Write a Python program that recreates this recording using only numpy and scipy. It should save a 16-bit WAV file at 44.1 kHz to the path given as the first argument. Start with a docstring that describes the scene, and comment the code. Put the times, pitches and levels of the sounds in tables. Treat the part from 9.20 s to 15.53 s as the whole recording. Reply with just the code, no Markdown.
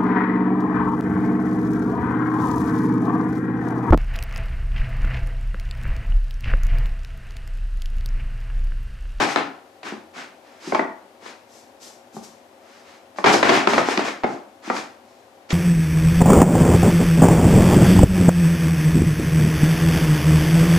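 """Cat on backdrop paper

A cat paws at a large sheet of paper in a small, bare room. Paws and tail slide with a grainy hiss;
when shoved, the stiff sheet flutters, buckles with hollow pops and pushes out puffs of air.
Footfalls thud softly. The room rings for about half a second over a faint, steady fan hum."""
import sys
import numpy as np
from scipy import signal
from scipy.fft import rfft, irfft, next_fast_len
from scipy.io import wavfile

SR = 44100
rng = np.random.default_rng(int(sys.argv[2]) if len(sys.argv) > 2 else 0)


def store_wav(level_fs):
    """Save 16-bit WAV to argv[1]."""
    pcm = np.round(np.clip(np.atleast_2d(level_fs), -1, 1) * 32767)
    wavfile.write(sys.argv[1], SR, pcm.T.astype(np.int16))


N = 279153
PAN = np.array([[.5], [-.5]])  # splits a left-minus-right level between the channels

# the ring of the sheet (frequency [Hz], level [dB])
SHEET_EQ = [(50, -35), (100, -7.5), (150, -27.5), (195, -8), (290, -5.5), (400, -2), (520, -5.5), (740, 0),
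            (1060, -4), (1550, -8.5), (2000, -7.5), (2330, -8), (2700, -15.5), (6000, -28), (12000, -46.5)]
# buckle cues (time [s], thump [dB], pop [dB], snap [dB], base settling time [s]); the last row is the sharp
# catch that starts the closing scrape
BUCKLE_CUES = [(.009, -39, -24, -39, 0.0033), (0.1602, -22.5, -15, -24.5, 0.0012),
               (.631, -51, -38.5, -41, 0.0038), (1.522, -21.5, -23, -50, 0.0031),
               (1.5475, -28, -15, -32, 0.004), (1.594, -19, -17, -40, 0.0021),
               (2.061, -55, -36.5, -47, 0.0035), (3.96, -49, -46.5, -55, 0.0028),
               (3.9856, -30.5, -23.5, -46, 0.0027), (4.0415, -17.5, -12.5, -22, 0.0062),
               (4.06, -21, -12, -20, 0.013), (4.14, -17, -17.5, -23, 0.0072),
               (4.2284, -19, -12, -21, 0.0047), (4.292, -15.5, -13, -18.5, 0.0086),
               (4.4726, -17, -13, -22, 0.0026), (4.534, -20, -17, -27, 0.0047),
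               (4.5796, -39, -12, -26.5, 0.0048), (4.686, -21.5, -20, -49, 0.0017),
               (4.775, -21.5, -21, -22, 0.0019), (4.792, -26.5, -23, -38, 0.0021),
               (4.882, -37, -26, -33, 0.0035), (5.035, -28.5, -22.5, -38, 0.0045),
               (5.0414, -18.5, -16.5, -39, 0.0036), (5.5, -22.5, -18, -46, 0.0034),
               (5.565, -39, -31, -34.5, 0.0046), (6.305, -32.5, -45, -27, 0.0038)]
def buckles():
    """The sheet snaps through: a brief bright snap, a hollow pop and a slower thump."""
    out, sheet = np.zeros((2, N)), ring_of(SHEET_EQ)
    for start, thump_db, pop_db, snap_db, life in BUCKLE_CUES:
        thump = amp(thump_db) * impact(sheet, lo_hz=154, hi_hz=479, life=1.48 * life, scatter_db=7.5)
        pop = amp(pop_db) * impact(sheet, lo_hz=454, hi_hz=1740, life=life, scatter_db=9)
        snap = amp(snap_db) * impact(sheet, lo_hz=2550, hi_hz=7440, life=0.75 * life, scatter_db=29)
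        add(out, start, in_room(thump + pop + snap, wet_db=-3.5))
    return out


# bright fur hiss (frequency [Hz], level [dB])
FUR_EQ = [(500, -28), (2000, -26), (3500, -1), (5200, 2.5), (6600, -0.5), (8000, -6), (10000, -16),
          (12000, -16.5), (14000, -69)]
# midrange pad scrape (frequency [Hz], level [dB])
PAD_EQ = [(60, -29), (150, -12.5), (300, 2), (600, -5), (1200, 3), (2300, 0), (3000, -5), (4500, -12),
          (8000, -28.5), (14000, -64)]
# paw strokes (time [s], attack [s], hold [s], fur [dB], pads [dB], flutter [dB])
STROKE_CUES = [ (0.0, 0.0013, 0.027, -31, -20, -19.5), (0.07, 0.02, 0.033, -36.5, -29.5, -52),
               (0.16, 0.0097, 0.014, -45, -24.5, -24.5), (0.63, 0.035, 0.023, -45, -33, -41),
               (0.72, 0.011, 0.0086, -60, -62, -42), (0.93, 0.048, 0.037, -46.5, -36, -45),
               (1.21, 0.06, 0.16, -63.5, -54, -65), (1.39, 0.09, 0.023, -42.5, -39.5, -49),
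               (1.52, 0.022, 0.042, -47, -37, -36), (2.0, 0.077, 0.019, -48.5, -41.5, -58),
               (3.38, .14, 0.089, -58.5, -52.5, -76), (3.62, 0.058, 0.074, -57, -49.5, -74),
               (3.96, 0.021, .01, -45.5, -45, -55), (4.043, 0.042, 0.018, -29, -17.5, -16),
               (4.12, 0.011, 0.0055, -23.5, -22.5, -21), (4.228, 0.026, 0.035, -34.5, -20, -20),
               (4.29, 0.054, 0.027, -30, -17.5, -19), (4.472, 0.022, 0.053, -33.5, -24, -30.5),
               (4.55, 0.035, 0.0089, -35, -24, -23.5), (4.63, 0.079, .015, -33, -25, -39),
               (4.776, 0.018, .015, -41, -27.5, -30), (4.83, 0.027, 0.024, -37.5, -28, -35.5),
               (5.04, 0.032, 0.065, -51.5, -43.5, -37.5), (5.42, 0.046, 0.063, -45.5, -37.5, -57),
               (5.52, 0.049, 0.016, -37.5, -32.5, -36), (5.8, 0.11, .1, -65, -66, -79),
               (6.288, 0.035, .03, -34, -30, -34.5), ]
def paw_slides():
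    """Fur brushes the paper finely; pads and claws catch on it more coarsely."""
    fur = coloured(crackle(per_s=2200, spread_db=2.5, wet_db=4.5, smooth_db=-2.5), FUR_EQ)
    pads = coloured(crackle(per_s=650, spread_db=0.5, wet_db=0.5, smooth_db=1), PAD_EQ)
    fur *= envelope(STROKE_CUES, release_db_per_s=173, column=3)
    pads *= envelope(STROKE_CUES, release_db_per_s=147.5, column=4)
    return fur + pads


# dark paper flutter (frequency [Hz], level [dB])
FLUTTER_EQ = [(40, -64), (80, -17.5), (140, -5.5), (200, -2), (290, 9), (460, -6.5), (750, 5.5),
              (1150, -5.5), (1600, -7), (3000, -61), (8000, -73)]
def sheet_flutter():
    """Each stroke sends a run of small, low flexes through the sheet."""
    flexes = coloured(crackle(per_s=400, spread_db=3, wet_db=-0.5, smooth_db=1.5), FLUTTER_EQ)
    return flexes * envelope(STROKE_CUES, release_db_per_s=133, column=5)


# a paw on the papered floor (frequency [Hz], level [dB])
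FOOT_EQ = [(50, -25), (110, -22.5), (175, -1.5), (250, 0), (380, 1.5), (580, -18), (760, -8.5),
           (1000, -15.5), (1600, -19), (4000, -68)]
# footfall cues (time [s], thud [dB], knock [dB], thud centre [Hz])
FOOT_CUES = [(0.723, -29, -32.5, 303), (1.474, -29, -41, 278), (2.026, -53, -45, 250),
             (2.945, -44, -51, 206), (2.967, -33, -31, 173), (4.582, -32.5, -21.5, 85),
             (4.78, -20.5, -27, 296), (5.041, -36.5, -39, 80), (5.477, -32.5, -34, 293)]
def footfalls():
    """A padded paw presses the paper to the floor with a dull thud."""
    out, foot = np.zeros((2, N)), ring_of(FOOT_EQ)
    for start, thud_db, knock_db, hz in FOOT_CUES:
        thud = amp(thud_db) * impact(foot, lo_hz=0.69 * hz, hi_hz=1.48 * hz, life=0.011, scatter_db=-7)
        knock = amp(knock_db) * impact(foot, lo_hz=380, hi_hz=1120, life=0.0067, scatter_db=-5)
        add(out, start, in_room(thud + knock, wet_db=-4))
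    return out


# airy tail swish (frequency [Hz], level [dB])
TAIL_EQ = [(100, -17), (300, 1), (1000, -3.5), (2600, -7.5), (4000, -3), (5500, 1), (7500, -2.5),
           (10000, -12.5), (12500, -13.5), (14000, -29)]
# tail sweeps (time [s], attack [s], hold [s], level [dB])
TAIL_CUES = [(2.27, 0.079, .045, -51.5), (2.595, 0.035, 0.049, -44), (2.92, 0.041, .005, -47.5),
             (3.02, 0.02, .006, -44.5)]
def tail_swishes(left_db=3.5):
    """Long fur sweeps the paper with a thin hiss, left of centre."""
    hairs = coloured(crackle(per_s=5100, spread_db=2.5, wet_db=4, smooth_db=2), TAIL_EQ)
    return hairs * envelope(TAIL_CUES, release_db_per_s=135, column=3) * amp(PAN * left_db)


# air pushed out by the sheet (time [s], level before panning [dB])
PUFF_CUES = [(1.548, -61), (4.044, -46), (4.235, -51), (4.58, -49), (5.036, -39)]
def air_puffs(pulse_hz=38, decay_s=0.0029):
    """A puff of air reaches the two microphone ports as opposite low pressure swings."""
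    out, t = np.zeros((2, N)), np.arange(SR // 8) / SR
    puff = unit(np.sin(2 * np.pi * pulse_hz * t) * t * np.exp(-t / decay_s))
    for start, db in PUFF_CUES:
        add(out, start, amp(db) * puff * np.array([[.8], [-.35]]))
    return out


# the room's decay (frequency [Hz], time to fall 60 dB [s])
REVERB_TIMES = [(100, 0.37), (260, 0.44), (700, 0.46), (1500, 0.49), (2100, 0.4), (4850, 0.25),
                (12000, 0.26)]
def in_room(dry, wet_db, build_s=0.0046):
    """The direct sound plus a stereo reverb in which each frequency dies at its own speed."""
    hz, t, spectra = signal.stft(diffuse(SR // 2), SR, nperseg=256)
    decay = amp(-60 * t / along(REVERB_TIMES, hz)[:, None])
    reverb = signal.istft(spectra * decay, SR, nperseg=256)[1]
    reverb *= 1 - np.exp(-(np.arange(reverb.shape[1]) / SR / build_s) ** 2)
    reverb /= np.sqrt(np.sum(reverb ** 2) / 2)
    dry = np.atleast_2d(dry)
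    out = signal.fftconvolve(dry.mean(axis=0)[None], amp(wet_db) * reverb, axes=1)
    out[:, :dry.shape[1]] += dry
    return out


# fan partials (frequency [Hz], level [dB])
FAN_TONES = [(242, -66.5), (382, -67), (543.5, -60.5), (667.5, -69), (721, -68), (780.5, -65)]
# room air (frequency [Hz], level [dB])
AIR_EQ = [(25, -36), (52, -41), (72, -18), (95, -12), (120, -15), (160, -22), (230, -8), (380, -6.5),
          (450, -9.5), (560, -6), (800, -7), (1220, -15.5), (2200, -19), (14000, -36.5)]
# stereo image of the air (frequency [Hz], left-right correlation [0-1])
AIR_IMAGE = [(60, 0.34), (130, 0.72), (280, 1), (610, 0.69), (1330, 0.15), (2900, 0.052), (6200, 0.39),
             (13500, 0.81)]
# the room tone leans left (frequency [Hz], left minus right [dB])
ROOM_TONE_PAN = [(110, 1), (370, 4), (670, 7), (2200, 3.5), (7400, 4.5), (13500, -1.5)]
def room_tone(air_db=-51.5):
    """Room air and the slightly unsteady hum of a fan off to the left."""
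    t, hum = np.arange(N) / SR, np.zeros(N)
    for hz, db in FAN_TONES:
        phase = 2 * np.pi * (hz * t + rng.random())
        drift = np.cumsum(rng.normal(0, 0.0123, N))
        hum += amp(db) * np.sqrt(2) * np.sin(phase + drift)
    air = amp(air_db) * coloured(diffuse(N, AIR_IMAGE), AIR_EQ)
    return filtered(air + hum, lambda hz: amp(PAN * along(ROOM_TONE_PAN, hz)))


# stereo image of diffuse sound (frequency [Hz], left-right correlation [0-1])
DIFFUSE_IMAGE = [(60, 0.39), (150, 0.93), (300, 0.8), (700, 0.46), (1500, 0.18), (4000, 0.54), (8000, 0.49),
                 (12000, 1)]
def diffuse(size, image=DIFFUSE_IMAGE):
    """White stereo noise as it arrives from all sides."""
    def mid_side_gains(hz):
        angle = np.arccos(np.clip(along(image, hz), -1, 1)) / 2
        return np.array([np.cos(angle), np.sin(angle)])
    mid, side = filtered(rng.standard_normal((2, size)), mid_side_gains)
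    return np.array([mid + side, mid - side])


def impact(body, lo_hz, hi_hz, life, scatter_db):
    """One band of a hit: a kick, then waves from folds and edges; rms 1 over its first 12 ms."""
    t = np.arange(len(body)) / SR
    waves = diffuse(len(t)) * np.exp(-(t / (2.14 * life)) ** 2)
    waves *= amp(scatter_db) / np.linalg.norm(waves[0])
    waves[:, 0] += 1  # the kick
    struck = signal.fftconvolve(waves, body[None], axes=1)[:, :len(t)]
    band = signal.butter(2, [lo_hz, hi_hz], "band", fs=SR)
    ring = signal.lfilter(*band, struck)
    return ring / np.sqrt(np.mean(ring[:, t < .012] ** 2, axis=1, keepdims=True))


def crackle(per_s, spread_db, wet_db, smooth_db):
    """Tiny slips of uneven size in the wash of their own echoes, over smooth noise."""
    sizes = amp(spread_db * np.minimum(rng.standard_exponential(N), 4))
    signs = rng.choice([-1, 1], N)
    slips = sizes * signs * (rng.random(N) < per_s / SR)
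    return unit(in_room(slips, wet_db)[:, :N]) + amp(smooth_db) * diffuse(N)


def envelope(cues, release_db_per_s, column):
    """Gain for one level column: each motion speeds up, holds, then dies away; overlaps add in power."""
    t, power = np.arange(N) / SR, np.zeros(N)
    for cue in cues:
        start, attack, hold = cue[:3]
        speed = np.clip((t - start) / attack, 0, 1)
        since_stop = np.maximum(t - start - attack - hold, 0)
        power += (speed * amp(cue[column] - release_db_per_s * since_stop)) ** 2
    return np.sqrt(power)


def ring_of(eq, size=2048):
    """The minimum-phase impulse response of an EQ curve."""
    gains = amp(along(eq, np.fft.rfftfreq(size, 1 / SR)))
    cepstrum = irfft(np.log(gains))
    cepstrum[1:size // 2] *= 2
    cepstrum[size // 2 + 1:] = 0
    return irfft(np.exp(rfft(cepstrum)))


def coloured(x, eq):
    """x through an EQ curve, at rms 1."""
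    return unit(filtered(x, lambda hz: amp(along(eq, hz))))


def filtered(x, response):
    """x through a frequency response."""
    n = x.shape[-1]
    padded = next_fast_len(n + 8192)
    gains = response(np.fft.rfftfreq(padded, 1 / SR))
    return irfft(rfft(x, padded) * gains, padded)[..., :n]


def along(curve, hz):
    """Read a curve on a log frequency axis."""
    freqs, values = np.transpose(curve)
    return np.interp(np.log(hz + 1), np.log(freqs + 1), values)


def amp(db):
    """Decibels to gain."""
    return 10 ** (np.asarray(db) / 20)


def unit(x):
    """Scale to rms 1."""
    return x / np.sqrt(np.mean(x ** 2) + 1e-20)


def add(out, start, sound):
    """Mix a sound in at start seconds."""
    rest = out[:, round(start * SR):]
    rest[:, :sound.shape[1]] += sound[:, :rest.shape[1]]


# where the cat works the sheet (time [s], left minus right [dB])
PAW_PAN = [(0, 4), (1, 1.3), (1.6, 1.5), (2.1, 4), (3.6, 1), (4.2, 1.8), (4.8, 2), (5.5, 1.8), (6.3, 0)]
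def scene():
    """The mix: paper sounds pan with the paws, over tail, puffs and room tone."""
    left_db = np.interp(np.arange(N) / SR, *np.transpose(PAW_PAN))
    paper = (paw_slides() + sheet_flutter() + buckles() + footfalls()) * amp(PAN * left_db)
    return paper + tail_swishes() + air_puffs() + room_tone()


def record(dry, top_hz=14200):
    """The master: hard clipping at full scale, then a brick-wall high cut."""
    return filtered(np.clip(dry, -1, 1), lambda hz: hz < top_hz)


dry = scene()
out = record(dry)
store_wav(out)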